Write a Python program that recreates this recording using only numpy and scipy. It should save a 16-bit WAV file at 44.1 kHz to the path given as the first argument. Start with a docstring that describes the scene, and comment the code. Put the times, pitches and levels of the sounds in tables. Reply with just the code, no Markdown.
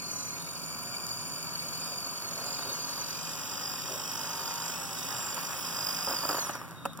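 """Night air, a distant hum and a faint cricket lie behind a radio-controlled tracked loader on sand.
It backs in from the far left, about three metres from a microphone pair, and comes nearer and right.
Each track has its own motor: gears whine and rasp once a shaft turn, links patter and sand crunches.
After six seconds the drives run down; chassis and bucket knock, links rattle and grit snaps.
Whines are summed tooth-mesh harmonics, noises are coloured grains, knocks are decaying modes."""
import sys
import numpy as np
from scipy.fft import rfft, irfft, next_fast_len
from scipy.io import wavfile
from scipy.ndimage import uniform_filter1d, map_coordinates

SR = 44100
rng = np.random.default_rng(int(sys.argv[2]) if len(sys.argv) > 2 else 0)


def wav_record(signal):
    """Record a signal, one row per channel, as 16-bit PCM in the file named by sys.argv[1]."""
    frames = np.transpose(np.atleast_2d(signal))
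    bounded = np.clip(frames, -1, 1)
    # unit amplitude maps onto the largest positive 16-bit level
    quanta = np.round(bounded * 32767).astype(np.int16)
    wavfile.write(sys.argv[1], SR, quanta)


N = 308700
TIME = np.arange(N) / SR

# teeth of the first gear and of the motor pinion; the two loudest mesh harmonics
TEETH, PINION = 50, 10
SECOND, THIRD = 2, 3
# each drive is throttled back, then runs down to rest: (time [s], run-down [s])
FAST_STOP, SLOW_STOP = (6.277, 0.322), (6.43, 0.4)

# where the loader stands: (time [s], place [0 far left to 1 near and right])
PLACE = [(0, 0.069), (2.3, 0.2), (4.2, 0.53), (5.7, 0.86)]
# links on sand, also the hull's broad resonances: (frequency [Hz], relative density [dB per Hz])
LINKS_ON_SAND = [(150, -18.5), (290, -17), (375, -5), (450, -12), (540, -4), (700, -7.5), (950, 1.5),
                 (1350, 0.5), (1700, -6.5), (2100, -7), (3000, -17), (6000, -19.5)]


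def amp(db):
    """Decibels to gain."""
    return 10 ** (np.asarray(db) / 20)


def unit(x):
    """Scale to rms 1."""
    return x / np.sqrt(np.mean(x ** 2) + 1e-20)


def along(points, hz):
    """(Hz, value) points read on a log frequency axis."""
    f, v = np.transpose(points)
    return np.interp(np.log(hz + 1), np.log(f + 1), v)


def curves(rows):
    """One value per sample for each column after the time."""
    s, *cols = np.transpose(rows)
    return [np.interp(TIME, s, c) for c in cols]


def wobble(rate):
    """A smooth random curve at rms 1, rate knots a second."""
    knots = rng.standard_normal(int(TIME[-1] * rate) + 5)
    coarse = TIME[::10]
    curve = map_coordinates(knots, [coarse * rate], order=2, mode="mirror")
    return unit(np.interp(TIME, coarse, curve))


def filtered(x, response):
    """x times a response of frequency."""
    size = next_fast_len(N + 8192)
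    return irfft(rfft(x, size) * response(np.fft.rfftfreq(size, 1 / SR)), size)[..., :N]


def coloured(x, spectrum):
    """x shaped by the given spectrum, at rms 1."""
    return unit(filtered(x, lambda hz: amp(along(spectrum, hz))))


def add(track, s, sound):
    """Mix a sound in at time s."""
    part = track[..., round(s * SR):][..., :sound.shape[-1]]
    part += sound[..., :part.shape[-1]]


def grains(rate, spread_db):
    """Two rows of tiny impacts at shared random times, rate a second, with scattered sizes."""
    hit = rng.random(N) < rate / SR
    size = amp(spread_db * np.clip(rng.standard_normal(N), -2, 2))
    return unit(hit * size * rng.standard_normal((2, N)))


def spread(pair):
    """Two unrelated signals become left and right, as alike as the microphone pair hears each pitch."""
    # (frequency [Hz], left-right likeness [-1 to 1])
    likeness = [(60, -0.85), (150, -0.079), (300, 0.36), (550, 0.95), (1300, 1), (1800, 0.95), (2150, 1),
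                (2600, 0.62), (3200, 1), (4200, 1), (5000, 0.63), (6400, 1), (8000, 0.41), (11000, 0.45)]
    turn = lambda hz: np.arccos(np.clip(along(likeness, hz), -1, 1)) / 2
    mid, side = filtered(pair, lambda hz: np.array([np.cos(turn(hz)), np.sin(turn(hz))]))
    return np.array([mid + side, mid - side])


def nearness():
    """Level gained by coming closer, in dB over the starting point, by the inverse distance law."""
    # loader to microphone: (time [s], distance [m])
    distance = [(0, 3.2), (2.3, 2.28), (4.3, 1.6), (6.3, 1.414)]
    metres, = curves(distance)
    return 20 * np.log10(metres[0] / metres)


def side_on():
    """How far the loader has turned its side to the microphone, 0-1."""
    return np.clip(2.6 * curves(PLACE)[0], 0, 1)


def coast(stop):
    """Share of its speed that a drive keeps: it slows ever faster once throttled back."""
    off_s, run_down_s = stop
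    curve = 2.45  # the higher, the later the speed falls away
    return np.clip(1 - (np.maximum(TIME - off_s, 0) / run_down_s) ** curve, 0, 1)


def rolling():
    """Share of its travelling speed that the whole machine keeps."""
    return (coast(FAST_STOP) + coast(SLOW_STOP)) / 2


def strain(part):
    """Rise in dB of one part as it comes under strain: each strain builds, holds and eases."""
    # gears, tracks, hull or grit: (part, middle [s], length [s], rise [dB before the part's own share])
    strains = [("slow third", 0.25, 0.46, 6.5), ("fast second", 0.099, 0.72, 6.6),
               ("fast second", 0.96, 1.3, 6.6), ("fast second", 2.05, 2, 8.4),
               ("slow second", 1, 0.89, 2.9), ("slow second", 1.72, 0.96, 4.4), ("hull", 1.363, 0.15, 4.4),
               ("hull", 1.67, .25, 4.8), ("hull", 1.92, 0.11, 8.1), ("fast third", 2.5, 0.15, 5.8),
               ("fast drone", 2.476, 0.77, 5.6), ("hull", 2.43, 0.42, 6), ("slow third", 2.76, 0.21, 5),
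               ("hull", 2.68, 0.17, 9.8), ("tracks", 2.57, 0.69, 2.4), ("fast second", 2.92, 1.05, 6.8),
               ("slow third", 2.95, .4, 3.8), ("slow drone", 2.93, 0.47, 9.5),
               ("slow drone", 3.464, 0.81, 8.4), ("fast drone", 0.98, 0.65, 4.9),
               ("fast drone", 2.0, 0.46, 5), ("fast second", 3.614, 0.56, 5.16),
               ("fast second", 4.38, 1, 3.1), ("hull", 3.94, 0.17, 10.8), ("bind", 4.14, 0.56, 5),
               ("slow drone", 4.464, 1.33, 16), ("fast third", 4.66, 0.19, 6.6),
               ("bind", 3.565, 0.36, 2.37), ("fast drone", 4.87, 0.29, 7.3),
               ("fast third", 5.23, 0.27, 8.4), ("grit", 5.9, 0.18, 5), ("grit", 6.095, 0.65, 3.05),
               ("bind", 5.1, 0.26, 3.9), ("fast second", 6.015, 0.96, 10.3),
               ("fast overtones", 6.53, 0.23, 2.7), ("grit", 6.34, 0.27, 5.1), ("fast third", 6.3, 0.12, 5),
               ("fast third", 6.415, 0.18, 14), ("fast overtones", 5.92, 0.95, 2.16),
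               ("slow third", 6.58, 0.16, 5), ("slow third", 3.796, 1.0, 3.2),
               ("slow third", 1.51, 1.6, 2.3)]
    rise_share = 0.36  # of the length, spent building and again easing
    return sum(db * np.clip((0.5 - abs(TIME - s) / length) / rise_share, 0, 1)
               for name, s, length, db in strains if name == part)


def turn_rate(angle):
    """Turns a second of a shaft."""
    return np.abs(np.gradient(angle)) * SR / (2 * np.pi)


def per_turn(angle, count):
    """Tooth errors: a random pattern of count points that returns each turn and changes only slowly."""
    turns = angle / (2 * np.pi)
    pattern = rng.standard_normal((400, count))
    pattern = uniform_filter1d(pattern, size=14, axis=0, mode="wrap").ravel()
    return unit(np.interp(turns * count, np.arange(pattern.size), pattern))


def night(air_db, hum_db, hum_waver):
    """Outdoor air as coloured noise, and the unsteady hum of distant machinery as wavering tones."""
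    # air: (frequency [Hz], relative density [dB per Hz])
    air_spectrum = [(25, -42), (40, -32), (56, 1), (78, -8), (100, -2.5), (160, 4.5), (210, -3),
                    (280, -2.5), (420, -11.5), (570, -11.5), (800, -10.5), (1250, -4), (2000, -19.5),
                    (14000, -29)]
    # distant machinery: (frequency [Hz], relative level [dB])
    hum_tones = [(93, -63), (119, -60), (166, -57), (236, -61.5), (275, -61)]
    air = amp(air_db) * coloured(rng.standard_normal((2, N)), air_spectrum)

    def tone(hz):
        """One hum note, wavering in level and phase."""
        return unit((1 + hum_waver * wobble(14)) * np.sin(2 * np.pi * hz * TIME + 1.6 * wobble(9)))
    # each microphone hears its own wavering
    hum = [sum(amp(db + hum_db) * tone(hz) for hz, db in hum_tones) for port in range(2)]
    return air + np.array(hum)


def cricket(chirp_hz, chirp_db):
    """Faint raspy chirps on one wavering note."""
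    # (time [s], length [s], relative level [dB])
    chirps = [(0.346, 0.22, -51), (1.79, 0.2, -52), (2.548, 0.2, -48), (3.8, 0.231, -48),
              (4.957, 0.22, -46), (6.754, 0.195, -47)]
    gate = lambda s, length: np.clip(np.minimum(TIME - s, s + length - TIME) / 0.016, 0, 1)
    level = sum(amp(db + chirp_db) * gate(s, length) for s, length, db in chirps)
    note = np.sin(2 * np.pi * chirp_hz * TIME + 1.04 * wobble(260))
    return level * unit(amp(3.1 * wobble(110)) * note)


def knocks(knock_db, rattle_db, click_db, tick_db):
    """Bucket and chassis jolts ring decaying modes, click and rattle loose links; sand grit snaps."""
    # bucket and chassis: (time [s], relative level [dB], bright click re the knock [dB, before click_db])
    contacts = [(6.073, -25.5, -19), (6.0792, -26, -19), (6.089, -30, -7), (6.097, -28, -15),
                (6.111, -25, -12), (6.127, -34, -12), (6.134, -27, -14), (6.146, -30, -14),
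                (6.233, -23.5, -24), (6.252, -24.5, -17), (6.2905, -22, -8), (6.298, -20.5, -15),
                (6.308, -26.5, -15), (6.317, -28, -15), (6.327, -25, -18), (6.344, -22.5, -16),
                (6.369, -28, -18), (6.381, -25, -19), (6.385, -26.5, -16), (6.494, -22.5, -19),
                (6.552, -28, -8), (6.8536, -23, -11.5), (6.8565, -24.5, -13.5), (6.8594, -34, -16),
                (6.989, -32.5, -32)]
    # chassis modes: (nominal frequency [Hz], relative level [dB], t60 [s])
    chassis = [(273.7, -10.5, 0.048), (373, -9, 0.026), (546, -7, 0.05), (721, -6, 0.036),
               (940, -0.5, 0.025), (1167, -2.5, 0.024), (1325, -3.5, 0.024), (1537, -7, 0.022),
               (1719, -9.5, 0.02), (2580, -16, 0.015), (3010, -20, 0.022)]
    # grit snaps under the tracks: (time [s], relative level [dB])
    grit_snaps = [(1.067, -34.5), (1.0913, -35), (4.5405, -35), (4.994, -37), (5.3444, -33), (6.51, -40),
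                  (6.686, -51), (6.71, -46), (6.9331, -49), (6.9742, -42)]
    rattle_t60_s = 0.051  # loose links rattle on after each knock
    body, shaken, clicks = np.zeros(N), np.zeros(N), np.zeros((2, N))
    t = np.arange(SR // 8) / SR
    hz, mode_db, t60 = np.transpose(chassis)[:, :, None]
    for s, db, bright_db in contacts:
        # each contact loads the chassis a little differently
        strength, start, detune = rng.standard_normal((3, len(hz), 1))
        decay = amp(mode_db + 1.4 * strength - 60 * t / t60)
        ring = (decay * np.sin(2 * np.pi * (hz * (1 + 0.048 * detune) * t + start))).sum(0)
        add(body, s, amp(db + knock_db) * ring * (1 - np.exp(-t / 0.0012)))
        # the rattles add up as energy
        add(shaken, s, amp(db + rattle_db - 60 * t / rattle_t60_s) ** 2 * (1 - np.exp(-t / 0.0024)))
        add(clicks, s, amp(db + bright_db + click_db - 60 * t / 0.03) * rng.standard_normal((2, len(t))))
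    for s, db in grit_snaps:
        add(clicks, s, amp(db + tick_db - 60 * t / 0.013) * rng.standard_normal((2, len(t))))
    rattle = np.sqrt(shaken) * coloured(rng.standard_normal(N), LINKS_ON_SAND)
    bright = coloured(clicks, [(500, -15), (2500, -13), (6000, 3.0), (15000, -2.5)]) * clicks.std()
    return body + rattle + spread(bright)


def bucket():
    """The bucket settles right of centre: a hollow note and a short steel clank decay together."""
    # (frequency [Hz], relative level [dB], t60 [s])
    modes = [(550, -28, 0.083), (700, -27.5, .025), (2680, -25, 0.011), (3050, -30, 0.0099)]
    settles_s, balance_db = 6.854, -4  # balance is left minus right
    t = np.maximum(TIME - settles_s, 0)
    ring = sum(amp(db - 60 * t / t60) * np.sin(2 * np.pi * hz * t) for hz, db, t60 in modes)
    return ring * (1 - np.exp(-t / 0.0011)) * amp(np.array([[1], [-1]]) * balance_db / 2)


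def hull_boom(boom_db, uneven_db):
    """The hollow hull rumbles as coloured noise, most when a track rides over a lump."""
    # (frequency [Hz], relative density [dB per Hz])
    boom_spectrum = [(200, -17), (310, -20), (380, -2), (450, -8.5), (540, -0.5), (660, -5.5), (900, -23.5)]
    level = amp(boom_db + strain("hull") + uneven_db * wobble(12))
    return coloured(rng.standard_normal((2, N)), boom_spectrum) * level * rolling()


def tracks(smooth, patter_db, grows, uneven_db):
    """Links slap the rollers and crush sand: dense little impacts in the hull's broad resonances."""
    level = patter_db + grows * nearness() + strain("tracks")
    level = level + uneven_db * wobble(4.92) + 1.0 * wobble(28)
    impacts = grains(rate=900, spread_db=-1.0) + smooth * rng.standard_normal((2, N))
    return coloured(impacts, LINKS_ON_SAND) * amp(level) * rolling() ** 0.94


def rasp(angle, throb, rotor_depth, gritty, rasp_db, grit_db, grows):
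    """Sliding teeth hiss, swelling with each turn of the shaft; sand grains snap above them."""
    # (frequency [Hz], relative density from behind [dB per Hz], from the side [dB per Hz])
    rasp_spectra = [(1850, -35, -18), (2330, -4, -3), (3030, -7.5, -2), (3840, -33, -3.5), (3800, -35, -11),
                    (4670, -27, -1), (5500, 5.5, -2.5), (6720, 2.5, 0.5), (8300, -8, -9.5), (9100, 8, -6),
                    (11240, -14, -11.5), (12700, -8, -11), (14300, 0, -8), (15500, -13, -15)]
    grit_spectrum = [(5000, -18), (9000, -8.5), (13000, 6.0), (15500, -1.0)]
    scrape = rng.standard_normal((2, N)) + gritty * grains(rate=1500, spread_db=-0.5)
    pressure = np.exp(throb * np.cos(angle) + rotor_depth * np.cos(TEETH / PINION * angle))
    behind, beside = [coloured(scrape * pressure, [(900, -25)] + [(row[0], row[k]) for row in rasp_spectra])
                      for k in (1, 2)]
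    hiss = amp(rasp_db + 0.66 * wobble(14)) * ((1 - side_on()) * behind + side_on() * beside)
    grit_level = amp(grit_db + strain("grit") + 0.27 * nearness() + 1.5 * wobble(10))
    grit = grit_level * coloured(grains(rate=550, spread_db=2.0), grit_spectrum)
    return (hiss + grit) * amp(grows * nearness()) * rolling() ** 2.6


def binding(angle, bind_db, hidden_db, sharp, loose):
    """A tight spot in the fast gear scrapes much alike each turn, muffled until the loader is side-on."""
    # a binding tooth rings the gearbox: (frequency [Hz], relative density [dB per Hz])
    bind_spectrum = [(2200, -29), (2700, -21.5), (3100, -6.5), (3600, -18), (4400, -18), (4780, -15),
                     (5080, -4), (5400, -6), (5780, -2), (6200, -12), (8000, -24)]
    scrape = np.array([per_turn(angle, count=800) for port in range(2)])
    scrape = scrape + loose * rng.standard_normal((2, N))
    bursts = np.exp(sharp * (np.cos(angle) - 1)) * scrape
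    level = amp(bind_db + strain("bind") - hidden_db * (1 - side_on()))
    return coloured(bursts, bind_spectrum) * level * coast(FAST_STOP) ** 8


def low_gears(fast, slow, blur, slow_db, fast_db, whirr_db, whirr_shade_db, lowest_db, highest_db,
              grows, drift_db):
    """Slow gear stages drone in the hull at fixed multiples of shaft speed; one whirrs to the rear."""
    def stage(angle, teeth):
        """One blurred drone at a multiple of the shaft's turns, through the hull's resonances."""
        hull = amp(along(LINKS_ON_SAND, teeth * turn_rate(angle)) + drift_db * wobble(4.3))
        return hull * unit(np.sin(teeth * angle + blur * wobble(80)))
    upper = amp(slow_db + strain("slow drone")) * stage(slow, 23)
    upper = upper + amp(fast_db + strain("fast drone")) * stage(fast, 15)
    # the rear whirr fades as the loader moves to the right
    whirr = amp(whirr_db - whirr_shade_db * curves(PLACE)[0]) * stage(fast, 21.3)
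    lowest = stage(slow, 13) + stage(fast, 8)
    highest = stage(slow, 29) + stage(fast, 30)
    drones = upper + whirr + amp(lowest_db) * lowest + amp(highest_db) * highest
    return drones * amp(grows * nearness()) * coast(FAST_STOP)


def shaft_angle(speed, stop, flutter, ripple, link_hz, wander):
    """Gear shaft angle [rad]; uneven sand and each track link on the sprocket tug at its speed."""
    ground_smooths = 0.647  # share of the tugging that is gone on the flat sand at place 1
    mesh_hz = curves(speed)[0] * coast(stop)
    links = np.sin(2 * np.pi * np.cumsum(link_hz * (1 + 0.1533 * wobble(4))) / SR)
    tug = ripple * links + flutter * wobble(45) + wander * wobble(8)
    tug = tug * (1 - ground_smooths * curves(PLACE)[0])
    return 2 * np.pi * np.cumsum(mesh_hz * (1 + tug)) / TEETH / SR


def whine(angle, drive, second_db, third_db, throb, upper_throb, sway, slop, wear, rough_db, drift_db,
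          rotor_depth):
    """Mesh harmonics of a worn, off-centre gear that binds briefly and changes speed once a turn."""
    # the gearbox housing favours some pitches: (frequency [Hz], gain [dB])
    housing_gain = [(3800, -11), (4200, -2), (4650, -1), (5050, 0), (5350, -3), (5900, 1.5), (6500, 1.5),
                    (7000, -2.5), (7500, -1.5), (8000, 0.5)]
    mesh_hz = TEETH * turn_rate(angle)
    mesh = TEETH * angle + sway * np.sin(angle) + slop * wobble(420) + wear * per_turn(angle, count=10)
    rotor = 1 + rotor_depth * np.cos(TEETH / PINION * angle)
    bind = np.exp(1.9 * (np.cos(angle) - 1))

    def line(k, depth):
        """One roughened mesh harmonic, throbbing with the bind and heard through the housing."""
        housing = amp(along(housing_gain, k * mesh_hz) + drift_db * wobble(7.1))
        rough = amp(rough_db * wobble(130))
        return housing * unit(rough * (1 + depth * bind) * rotor * np.sin(k * mesh))
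    second = amp(second_db + strain(drive + " second")) * line(SECOND, throb)
    third = amp(third_db + strain(drive + " third")) * line(THIRD, upper_throb)
    return second + third


def overtones(angle, column, level, tilt_db, blur, wear, throb, rough_db):
    """Uneven teeth blur the other mesh harmonics into narrow singing bands; tilt is in dB per multiple."""
    # (multiple of the mesh, relative level in the fast drive [dB], in the slow drive [dB])
    weaker_harmonics = [(1, 0.5, 0.5), (4, -4, 1), (5, -6, -16), (6, -3.5, -12)]

    def band(k):
        """One harmonic with its own tooth errors and roughness."""
        error = blur * wobble(450) + wear * per_turn(angle, count=12)
        sine = np.sin(round(k) * TEETH * angle + np.sqrt(k) * error)
        return unit(amp(rough_db * wobble(90)) * sine)
    lines = sum(amp(row[column] + tilt_db * (row[0] - THIRD)) * band(row[0]) for row in weaker_harmonics)
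    return amp(level) * unit(np.exp(throb * np.cos(angle))) * lines


def slow_drive(angle, second_db, third_db, overtone_db, second_shade_db, third_shade_db, overtone_shade_db):
    """The far drive is shaded by the hull as the loader turns side-on."""
    place, = curves(PLACE)
    gears = whine(angle, "slow", second_db - second_shade_db * place, third_db - third_shade_db * place,
                  throb=0.29, upper_throb=0.78, sway=0.11, slop=0.21, wear=0.21, rough_db=4,
                  drift_db=-0.2, rotor_depth=0.097)
    level = overtone_db - overtone_shade_db * place + 0.5 * strain("slow second")
    gears += overtones(angle, 2, level, tilt_db=0.0, blur=0.38, wear=0.23, throb=0.25, rough_db=5.0)
    return gears * coast(SLOW_STOP) ** 8


def fast_drive(angle, second_db, third_db, overtone_db, second_grows, third_grows, overtone_grows,
               throb_per_db, bright_per_db):
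    """The near drive grows louder and brighter, and its throb plainer, as the loader approaches."""
    near = nearness()
    gears = whine(angle, "fast", second_db + second_grows * near, third_db + third_grows * near,
                  throb=0.5 + throb_per_db * near, upper_throb=0.1, sway=0.083, slop=0.13, wear=0.23,
                  rough_db=2.5, drift_db=1.0, rotor_depth=0.19)
    level = overtone_db + overtone_grows * near + strain("fast overtones")
    gears += overtones(angle, 1, level, bright_per_db * near, blur=0.47, wear=0.48, throb=0.16, rough_db=4.0)
    return gears * coast(FAST_STOP)


def scene():
    """The surroundings, the tracks and both drives, before the microphones' colouring."""
    # each drive under power, before tugging and run-down: (time [s], tooth mesh frequency [Hz])
    fast_speed = [(0.0, 2350), (0.27, 2368), (0.31, 2297), (0.37, 2336), (0.47, 2247), (0.57, 2378),
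                  (0.66, 2333), (1.0, 2351), (1.48, 2344), (1.57, 2267), (1.84, 2396), (2.1, 2290),
                  (2.17, 2320), (2.27, 2224), (2.4, 2278), (2.48, 2408), (2.56, 2413), (2.62, 2330),
                  (2.76, 2290), (2.82, 2370), (2.87, 2265), (3.01, 2346), (3.11, 2333), (3.18, 2439),
                  (3.64, 2500), (3.76, 2465), (3.91, 2464), (3.97, 2547), (4.12, 2555), (4.42, 2440),
                  (4.5, 2472), (4.55, 2429), (4.69, 2520), (4.84, 2674), (4.95, 2550), (5.07, 2562),
                  (5.39, 2409), (5.58, 2560), (5.82, 2493), (6.14, 2535), (6.18, 2410), (6.23, 2403),
                  (6.28, 2462)]
    slow_speed = [(0, 2180), (.1, 2126), (.21, 2050), (.33, 2110), (.37, 2220), (.5, 2273), (1, 2309),
                  (2.38, 2224), (2.48, 2100), (2.75, 2170), (2.88, 2105), (3.08, 2070), (3.25, 1965),
                  (3.75, 1850), (4.1, 1939), (4.55, 2036), (4.72, 1998), (5.3, 1889), (5.95, 1957),
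                  (6.27, 2050), (6.48, 2070)]
    fast = shaft_angle(fast_speed, FAST_STOP, flutter=0.0042, ripple=0.006, link_hz=11, wander=0.001)
    slow = shaft_angle(slow_speed, SLOW_STOP, flutter=0.00402, ripple=0.00715, link_hz=10, wander=0.002)
    noises = night(air_db=-47.5, hum_db=0.5, hum_waver=0.45)
    noises += hull_boom(boom_db=-55.5, uneven_db=1.0)
    noises += tracks(smooth=1.0, patter_db=-52.5, grows=1.68, uneven_db=0.8)
    noises += rasp(fast, throb=0.093, rotor_depth=0.092, gritty=0.4, rasp_db=-47.0, grit_db=-57.0, grows=0.69)
    noises += binding(fast, bind_db=-48.5, hidden_db=20.5, sharp=1.2, loose=0.4)
    hits = knocks(knock_db=-2, rattle_db=-8.5, click_db=-1.5, tick_db=5.0) + bucket()
    gears = low_gears(fast, slow, blur=0.33, slow_db=-64, fast_db=-55, whirr_db=-57.0, whirr_shade_db=15.5,
                      lowest_db=-62.0, highest_db=-62, grows=0.05, drift_db=0.0)
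    gears += slow_drive(slow, second_db=-44.5, third_db=-48.0, overtone_db=-54.0,
                        second_shade_db=10, third_shade_db=2.5, overtone_shade_db=12.0)
    gears += fast_drive(fast, second_db=-48.0, third_db=-48.0, overtone_db=-55.0, second_grows=0.046,
                        third_grows=0.05, overtone_grows=0.43, throb_per_db=0.37, bright_per_db=0.3574)
    return gears + cricket(chirp_hz=3744, chirp_db=-7.5) + hits + spread(noises)


def record(dry):
    """The microphone pair colours each side by the loader's direction and has a band limit."""
    # (frequency [Hz], L-R with the loader far left [dB], L-R with it near and right [dB])
    balance = [(200, 0.5, -1), (382, 4.5, -1.5), (570, -4.5, -6.5), (920, 1, -2.5), (1360, -2.5, 3.5),
               (1690, -9.5, 10), (2290, 2.5, -6), (2700, 10, -5.5), (3340, -3.5, 1.5), (4440, 0.5, -0.5),
               (5130, 5.5, -5), (6350, -3, -0.5), (7500, -4.5, -0.5), (9700, -3, -7), (13100, 2, -5.5),
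               (15500, -1, -1)]
    # (frequency [Hz], left's lead with the loader far left [rad], with it near and right [rad])
    port_phase = [(1500, 0, 0), (1850, -2, -1.5), (2070, -3, -2.5), (2220, -3, -3), (2730, -7, -6),
                  (3510, -5, -5), (3915, -9, -9), (4400, -9.5, -9.5), (4676, -10, -10.5), (4835, -10, -11),
                  (5300, -13, -12), (6340, -15.5, -15.5), (6720, -15, -15.5), (7094, -18.5, -18),
                  (7560, -18.5, -18), (7760, -19.5, -19.5), (8460, -22.5, -22), (9300, -23.5, -23.5)]
    top_hz = 15850
    sides = np.array([[1], [-1]]) / 2
    place = np.clip(curves(PLACE)[0], 0, 1)

    def ports(column):
        """What the pair picks up from one direction."""
        read = lambda table, hz: along([(row[0], row[column]) for row in table], hz)
        gain = lambda hz: amp(sides * read(balance, hz))
        lead = lambda hz: np.exp(1j * sides * read(port_phase, hz))
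        return filtered(dry, lambda hz: gain(hz) * lead(hz))
    return filtered((1 - place) * ports(1) + place * ports(2), lambda hz: hz < top_hz)


dry = scene()
out = record(dry)
wav_record(out)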